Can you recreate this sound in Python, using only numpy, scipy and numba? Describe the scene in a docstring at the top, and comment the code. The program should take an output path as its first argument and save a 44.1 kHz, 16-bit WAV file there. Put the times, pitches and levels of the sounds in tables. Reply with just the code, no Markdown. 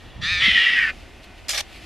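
"""Mongoose at bay

On open grassland a mongoose gives a buzzing growl that breaks into a harsh, quavering screech, then spits once.
The calls are vocal-fold pulses and turbulent air ringing throat resonances, plus a wavering whistle in the screech.
The spit is bursts of turbulence through mouth resonances. Dry grass rustles (crackling, filtered noise),
and light wind bumps the microphone (low bands of noise) over a faint outdoor hiss.
"""
import sys
import numpy as np
from scipy import signal
from scipy.fft import rfft, irfft
from scipy.io import wavfile
from scipy.ndimage import uniform_filter1d
from numba import njit

SR = 44100
rng = np.random.default_rng(int(sys.argv[2]) if len(sys.argv) > 2 else 0)


def transcribe(signal):
    """Save signal, clipped to [-1, 1], as a 16-bit WAV file at the path in sys.argv[1]."""
    frames = np.atleast_2d(signal).T
    limited = np.clip(frames, -1, 1)
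    pcm = np.round(limited * 32767).astype(np.int16)
    wavfile.write(sys.argv[1], SR, pcm)


N = 81585  # samples


def undb(db):
    """Decibel law: amplitude gain is ten to the power dB / 20."""
    return 10 ** (np.asarray(db) / 20)


def unit(x):
    """Normalisation: scale a signal to an rms of 1."""
    return x / np.sqrt(np.mean(x ** 2))


def times():
    """Sampling: the time of every sample in seconds."""
    return np.arange(N) / SR


def curve(rows, axis=1):
    """Linear interpolation: one column of a table, joined by straight lines in time."""
    rows = np.array(rows, float)
    return np.interp(times(), rows[:, 0], rows[:, axis])


def noise():
    """White noise: equal mean power at all frequencies, rms 1."""
    return rng.standard_normal(N)


def walk(rate):
    """Smoothed randomness: two running means leave changes about rate times a second, rms 1."""
    size = max(int(SR / rate), 1)
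    once = uniform_filter1d(noise(), size)
    return unit(uniform_filter1d(once, size))


def swell(centre, length):
    """Gaussian envelope: a bell that falls to half height length / 2 from its centre."""
    return .5 ** ((2 * (times() - centre) / length) ** 2)


def colour(x, points):
    """Spectral shaping: weight each frequency by (frequency [Hz], gain [dB]) points on a log axis."""
    hz, db = np.array(points, float).T
    bins_hz = np.maximum(np.fft.rfftfreq(N, 1 / SR), 1)
    gain_db = np.interp(np.log(bins_hz), np.log(hz), db)
    return irfft(rfft(x) * undb(gain_db), N)


def highpass(x, hz, order=4):
    """Butterworth high-pass: attenuate what lies under hz."""
    return signal.sosfilt(signal.butter(order, hz, 'high', fs=SR, output='sos'), x)


@njit
def bandpass(x, hz, width):
    """State-variable resonator: two coupled integrators form a band-pass whose centre may move."""
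    out, band, low = np.empty(len(x)), 0., 0.
    for i in range(len(x)):
        g, damping = np.tan(np.pi * hz[i] / SR), width / hz[i]
        v = (band + g * (x[i] - low)) / (1 + g * (g + damping))
        # trapezoidal integration: low uses the new band value v
        band, low, out[i] = 2 * v - band, low + 2 * g * v, damping * v
    return out


def resonate(x, hz, width):
    """Cascaded resonance: the same band-pass twice gives steeper skirts."""
    hz = hz * np.ones(N)
    return bandpass(bandpass(x, hz, float(width)), hz, float(width))


# outdoor air spectrum, relative: (frequency [Hz], level per hertz [dB])
AIR_SPECTRUM = [(15, -17), (30, -4), (50, -1), (90, -7.5), (135, -20), (250, -15), (370, -16.5), (470, -27),
                (580, -24.5), (750, -18.5), (1000, -45), (1350, -54), (1900, -27.5), (2700, -23),
                (5000, -33.5), (8000, -41.5), (13000, -48)]
AIR_DB = -46


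def outdoor_air():
    """Broadband ambience: noise of fixed spectrum, its level wavering about six times a second."""
    return unit(colour(noise(), AIR_SPECTRUM)) * undb(AIR_DB + 2.1 * walk(5.9))


# low rush of air, strongest while the animal calls: (time [s], level [dB])
RUSH_LEVEL_CURVE = [(0, -51.5), (.3, -50), (.46, -45.5), (.7, -46.5), (.88, -48), (.96, -53.5)]
RUSH_HZ, RUSH_WIDTH_HZ = 572, 1240


def air_rush():
    """Band-limited turbulence: noise through one broad, low resonance."""
    return unit(resonate(noise(), RUSH_HZ, RUSH_WIDTH_HZ)) * undb(curve(RUSH_LEVEL_CURVE))


# rustles in the dry grass: (centre [s], length [s], level [dB])
GRASS_RUSTLES = [(1.011, 0.034, -55), (1.242, 0.021, -46), (1.39, 0.033, -52), (1.686, .07, -54),
                 (1.76, 0.077, -46), (1.84, 0.047, -48.5)]
# relative spectrum of the grass: (frequency [Hz], gain [dB])
GRASS_SPECTRUM = [(410, -51), (700, -28), (883, -16), (1550, -33), (1710, -13), (2380, -6.5), (3650, -11.5),
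                  (4490, -13.5), (5660, -22.5), (13000, -31.5)]
GRASS_CRACKLE_DB = -1.5


def grass_rustles():
    """Modulated noise: fast random level changes crackle inside each bell-shaped rustle."""
    crackling = noise() * undb(GRASS_CRACKLE_DB * walk(900))
    grass = unit(colour(crackling, GRASS_SPECTRUM))
    return grass * sum(undb(db) * swell(s, length) for s, length, db in GRASS_RUSTLES)


# wind bumps on the microphone: (centre [s], length [s], centre frequency [Hz], level [dB])
WIND_BUMPS = [(0.094, 0.08, 81, -43.5), (0.162, 0.015, 64, -33.5), (0.196, 0.022, 123, -33.5),
              (0.245, 0.071, 120, -38), (0.313, 0.14, 75.7, -37), (0.384, 0.072, 66, -39.5),
              (0.43, 0.015, 114, -33.5), (0.481, 0.026, 213, -31), (0.489, 0.11, 60, -39.5),
              (0.562, 0.059, 194, -40.5), (0.756, 0.22, 210, -50.5)]


def wind_bumps():
    """Flow noise: wind on the microphone makes short bumps of low noise, wider in band when higher."""
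    wind = 0
    for s, length, hz, db in WIND_BUMPS:
        band = unit(resonate(noise(), hz, 0.74 * hz))
        wind = wind + undb(db) * swell(s, length) * band
    return wind


def background():
    """Superposition: outdoor air, low rush, grass rustles and wind bumps add together."""
    return outdoor_air() + air_rush() + grass_rustles() + wind_bumps()


def mouth(resonances, crackle):
    """Parallel resonances: crackling turbulence rings each resonance of the mouth."""
    return unit(sum(undb(db) * resonate(noise() * crackle, hz, width) for hz, width, db in resonances))


# bursts of the spit: (onset [s], level before attack and decay [dB], amplitude decay constant [s],
# power share of sharp hiss [0-1]; the rest is open-mouthed rasp)
SPIT_BURSTS = [(1.483, -24, 0.0069, 0.7), (1.4915, -14.5, 0.0077, 0.76), (1.503, -21.5, 0.023, 0.98),
               (1.53, -27, 0.041, 0), (1.544, -25.5, 0.049, 0.04), (1.575, -20.5, 0.03, 0.13),
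               (1.604, -22, 0.023, 0.04)]
# mouth resonances of the sharp hiss: (frequency [Hz], width [Hz], relative level [dB])
SHARP_MOUTH = [(572, 92, -7), (1750, 890, -7), (3130, 2300, -1), (4130, 210, -1), (4980, 370, 5),
               (5540, 1100, -2.5), (6850, 2400, -2.5), (9100, 1800, -10.5), (11100, 5000, -12)]
# mouth resonances of the rasp: (frequency [Hz], width [Hz], relative level [dB])
RASP_MOUTH = [(612, 160, -1.5), (804, 140, -3), (1230, 680, -6), (1800, 320, 1.5), (2330, 460, 5),
              (2940, 550, 0), (3520, 530, 4.5), (4260, 650, 2), (5630, 1230, 0), (8600, 6400, -12.5),
              (12100, 3400, -19)]
SPIT_ATTACK_S, SPIT_SHUT_S, SPIT_RELEASE_S, SPIT_CRACKLE_DB = 0.0012, 1.611, 0.0023, 0.5


def spit():
    """Jet turbulence: bursts of air, first sharp through the teeth, then rasping, end as the mouth shuts."""
    t, crackle = times(), undb(SPIT_CRACKLE_DB * walk(1500))
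    sharp, rasp = mouth(SHARP_MOUTH, crackle), mouth(RASP_MOUTH, crackle)
    sharp_power = rasp_power = 0
    for s, db, decay, share in SPIT_BURSTS:
        age = np.maximum(t - s, 0)
        envelope = undb(db) * (1 - np.exp(-age / SPIT_ATTACK_S)) * np.exp(-age / decay)
        sharp_power = sharp_power + share * envelope ** 2
        rasp_power = rasp_power + (1 - share) * envelope ** 2
    shut = np.exp(-np.maximum(t - SPIT_SHUT_S, 0) / SPIT_RELEASE_S)
    return (sharp * np.sqrt(sharp_power) + rasp * np.sqrt(rasp_power)) * shut


PUFF_CYCLES = 0.89  # decay constant of each puff, in cycles


def folds(hz, jitter, rough, doubling, shimmer_db):
    """Vocal-fold source: a click and a decaying puff each cycle; doubling weakens every other cycle."""
    cycles = np.cumsum(hz * (1 + jitter * walk(250))) / SR
    phase = cycles % 1
    clicks = np.sinc((phase - np.round(phase)) * SR / hz)  # band-limited
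    puffs = noise() * np.exp(-phase / PUFF_CYCLES)
    size = (1 + doubling * np.cos(np.pi * cycles)) * undb(shimmer_db * walk(314))
    return size * (np.sqrt(1 - rough ** 2) * unit(clicks) + rough * unit(puffs))


def smear(x, spread_s):
    """Dispersion: scatter by the grass delays neighbouring frequencies by slightly different times."""
    delay = spread_s * unit(uniform_filter1d(rng.standard_normal(N // 2 + 1), size=700))
    phase = 2 * np.pi * np.cumsum(delay) * SR / N  # delay is the slope of phase over frequency
    return irfft(rfft(x) * np.exp(-1j * phase), N)


VOICE_LOW_HZ = 1076  # both calls are cut below this
HISS_FROM_HZ = 4600  # throat resonances above this are driven by steady hiss, wholly or partly

# growl pitch: (time [s], pulse rate [Hz])
GROWL_PULSES = [(0.225, 152.2), (0.239, 155), (0.281, 169.1), (0.313, 178.1), (0.335, 178.9),
                (0.365, 176.2), (0.401, 180.1), (0.429, 189.9), (0.49, 191.7)]
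# growl loudness: (time [s], level [dB])
GROWL_LEVEL_CURVE = [(.208, -53), (.216, -32), (.235, -22.5), (.27, -22), (.34, -22.5), (.39, -24),
                     (.43, -21), (.48, -21.5), (.54, -49), (.57, -80)]
# throat resonances: (frequency [Hz], width [Hz], relative level [dB])
GROWL_RESONANCES = [(1330, 330, -12), (1810, 210, 1), (2380, 260, 2.5), (2850, 200, -10), (3660, 340, -1),
                    (4080, 220, -5), (4430, 160, -9), (4930, 380, -13), (6050, 500, -19), (7400, 1200, -31),
                    (9800, 2500, -39)]
# jaw opening: (time [s], factor on the upper resonances [ratio], added level of the third resonance [dB])
GROWL_JAW_CURVE = [(.22, .935, -16), (.255, .975, -11), (.295, 1.015, 0), (.33, 1.025, 1), (.39, .975, 0),
                   (.45, .9, 0)]
# turbulence in the pulses: (time [s], roughness [0-1])
GROWL_ROUGHNESS = [(.21, .7), (.25, .38), (.3, .18), (.36, .18), (.41, .42)]
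GROWL_JITTER, GROWL_SMEAR_S = .005, .0018
TREBLE_VOICED, GROWL_HISS = .55, .8  # gains of pulses and hiss in the treble
UPPER_FROM_HZ = 2200  # resonances above this follow the jaw


def growl():
    """Source-filter principle: nearly regular, rising pulses ring a tiny throat; treble is mostly hiss."""
    pulses = folds(curve(GROWL_PULSES), GROWL_JITTER, curve(GROWL_ROUGHNESS), doubling=0, shimmer_db=0.0)
    source = smear(pulses, GROWL_SMEAR_S)
    jaw, out = curve(GROWL_JAW_CURVE), 0
    for k, (hz, width, db) in enumerate(GROWL_RESONANCES):
        opening_db = curve(GROWL_JAW_CURVE, axis=2) if k == 2 else 0
        drive = TREBLE_VOICED * source + GROWL_HISS * noise() if hz > HISS_FROM_HZ else source
        centre = hz * (jaw if hz > UPPER_FROM_HZ else 1)
        out = out + undb(db + opening_db) * resonate(drive, centre, width)
    return unit(highpass(out, VOICE_LOW_HZ, order=8)) * undb(curve(GROWL_LEVEL_CURVE))


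# quavers of the shrill tone: (centre [s], length [s], pitch [Hz], peak level [dB])
TONE_QUAVERS = [(.443, 0.037, 2030, -21.5), (.470, 0.053, 2095, -15), (.493, 0.023, 2003, -14),
                (.515, 0.0078, 1922, -14), (.532, 0.022, 1973, -25), (.556, .018, 1985, -18),
                (.580, 0.027, 1945, -14.5), (.607, 0.027, 1880, -20.5), (.641, 0.048, 1980, -20.5),
                (.668, 0.023, 1920, -13.5), (.689, 0.028, 1944, -17), (.714, 0.024, 1910, -19.5),
                (.735, 0.011, 1967, -11.5), (.756, 0.04, 1920, -20), (.786, 0.073, 1900, -18.5),
                (.828, 0.03, 1880, -19.5), (.85, 0.023, 1810, -18), (.878, 0.045, 1750, -26)]
TONE_WOBBLE, TONE_FLUTTER_DB = 0.0189, 3.3  # rms pitch deviation [ratio], rms level deviation [dB]


def shrill_tone():
    """Frequency and amplitude modulation: a second, whistling oscillation quavers on the screech."""
    hz = curve(TONE_QUAVERS, axis=2) * (1 + TONE_WOBBLE * walk(365))
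    phase = 2 * np.pi * np.cumsum(hz) / SR
    size = np.sqrt(sum((undb(db) * swell(s, length)) ** 2 for s, length, _, db in TONE_QUAVERS))
    return size * undb(TONE_FLUTTER_DB * walk(393)) * np.sin(phase)


# screech loudness: (time [s], level [dB])
SCREECH_LEVEL_CURVE = [(.37, -55), (.405, -28), (.445, -17.5), (.5, -19), (.58, -18), (.68, -20.5),
                       (.77, -21), (.845, -22.5), (.897, -25.5), (.906, -30), (.93, -53.5)]
# jaw movement, mostly closing: (time [s], factor on the resonances before weighting [ratio])
SCREECH_JAW_CURVE = [(.4, 0.98), (.455, 1.151), (.52, 1.04), (.62, 0.985), (.73, 0.934), (.82, 0.76),
                     (.9, 0.67)]
# throat resonances: (frequency [Hz], width [Hz], relative level [dB], exponent on the jaw factor [-])
SCREECH_RESONANCES = [(1345, 120, -7, 0.089), (1955, 350, 5, 0.6), (2416, 264, 7, 0.7),
                      (2927, 430, 8, 0.92), (3215, 470, 2, 0.73), (3736, 220, -5.5, 1.12),
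                      (5160, 1060, -16, 0.27), (9300, 2100, -35.5, 0)]
SCREECH_PULSE_HZ, SCREECH_JITTER, SCREECH_ROUGH = 190.5, .015, .55
SCREECH_DOUBLING, SCREECH_SHIMMER_DB = .4, 1.5


def screech():
    """Period doubling: folds beat strong and weak in turn under hiss; resonances sink as the jaw closes."""
    pulses = folds(np.full(N, SCREECH_PULSE_HZ), SCREECH_JITTER, SCREECH_ROUGH,
                   SCREECH_DOUBLING, SCREECH_SHIMMER_DB)
    source, jaw = smear(pulses, spread_s=0.00495), curve(SCREECH_JAW_CURVE)
    out = 0
    for hz, width, db, share in SCREECH_RESONANCES:
        drive = noise() if hz > HISS_FROM_HZ else source
        out = out + undb(db) * resonate(drive, hz * jaw ** share, width)
    return unit(highpass(out, VOICE_LOW_HZ, order=8)) * undb(curve(SCREECH_LEVEL_CURVE))


FIELD_T60_S = 0.12


def field(x):
    """Diffuse reverberation: a short decaying noise tail of open ground, different in each channel."""
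    t = times()[:N // 4]
    tails = rng.standard_normal((2, len(t))) * np.exp(-np.log(1000) * t / FIELD_T60_S)
    return np.array([signal.fftconvolve(x, tail / np.linalg.norm(tail))[:N] for tail in tails])


def stereo(mid, side):
    """Mid-side principle: left is their sum, right their difference."""
    return np.array([mid + side, mid - side])


# width of the background: (frequency [Hz], side level minus mid level [dB])
BACKGROUND_WIDTH = [(40, -16), (130, -2), (300, -6), (700, -7.5), (2000, -37.5), (5000, -6.5), (12000, -1)]
FIELD_DB, SPIT_FIELD_DB, SPIT_SIDE_DB = -24.5, -14, -6
CALL_CEILING = 1.2


def scene():
    """Superposition in space: the animal is straight ahead; spit treble and background spread wider."""
    voice = growl() + screech() + shrill_tone()
    call = CALL_CEILING * np.tanh(voice / CALL_CEILING)  # the loudest peaks round off
    burst = spit()
    # independent noise in the side signals makes the width
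    burst_side = undb(SPIT_SIDE_DB) * highpass(spit(), hz=3280, order=2)
    animal = call + stereo(burst, burst_side)
    tail = field(undb(FIELD_DB) * call + undb(SPIT_FIELD_DB) * burst)
    return animal + tail + stereo(background(), colour(background(), BACKGROUND_WIDTH))


TOP_HZ = 13100


def record(dry):
    """Band limitation: a steep elliptic low-pass removes the top of the treble."""
    return signal.sosfilt(signal.ellip(10, .1, 90, TOP_HZ, fs=SR, output='sos'), dry)


dry = scene()
out = record(dry)
transcribe(out)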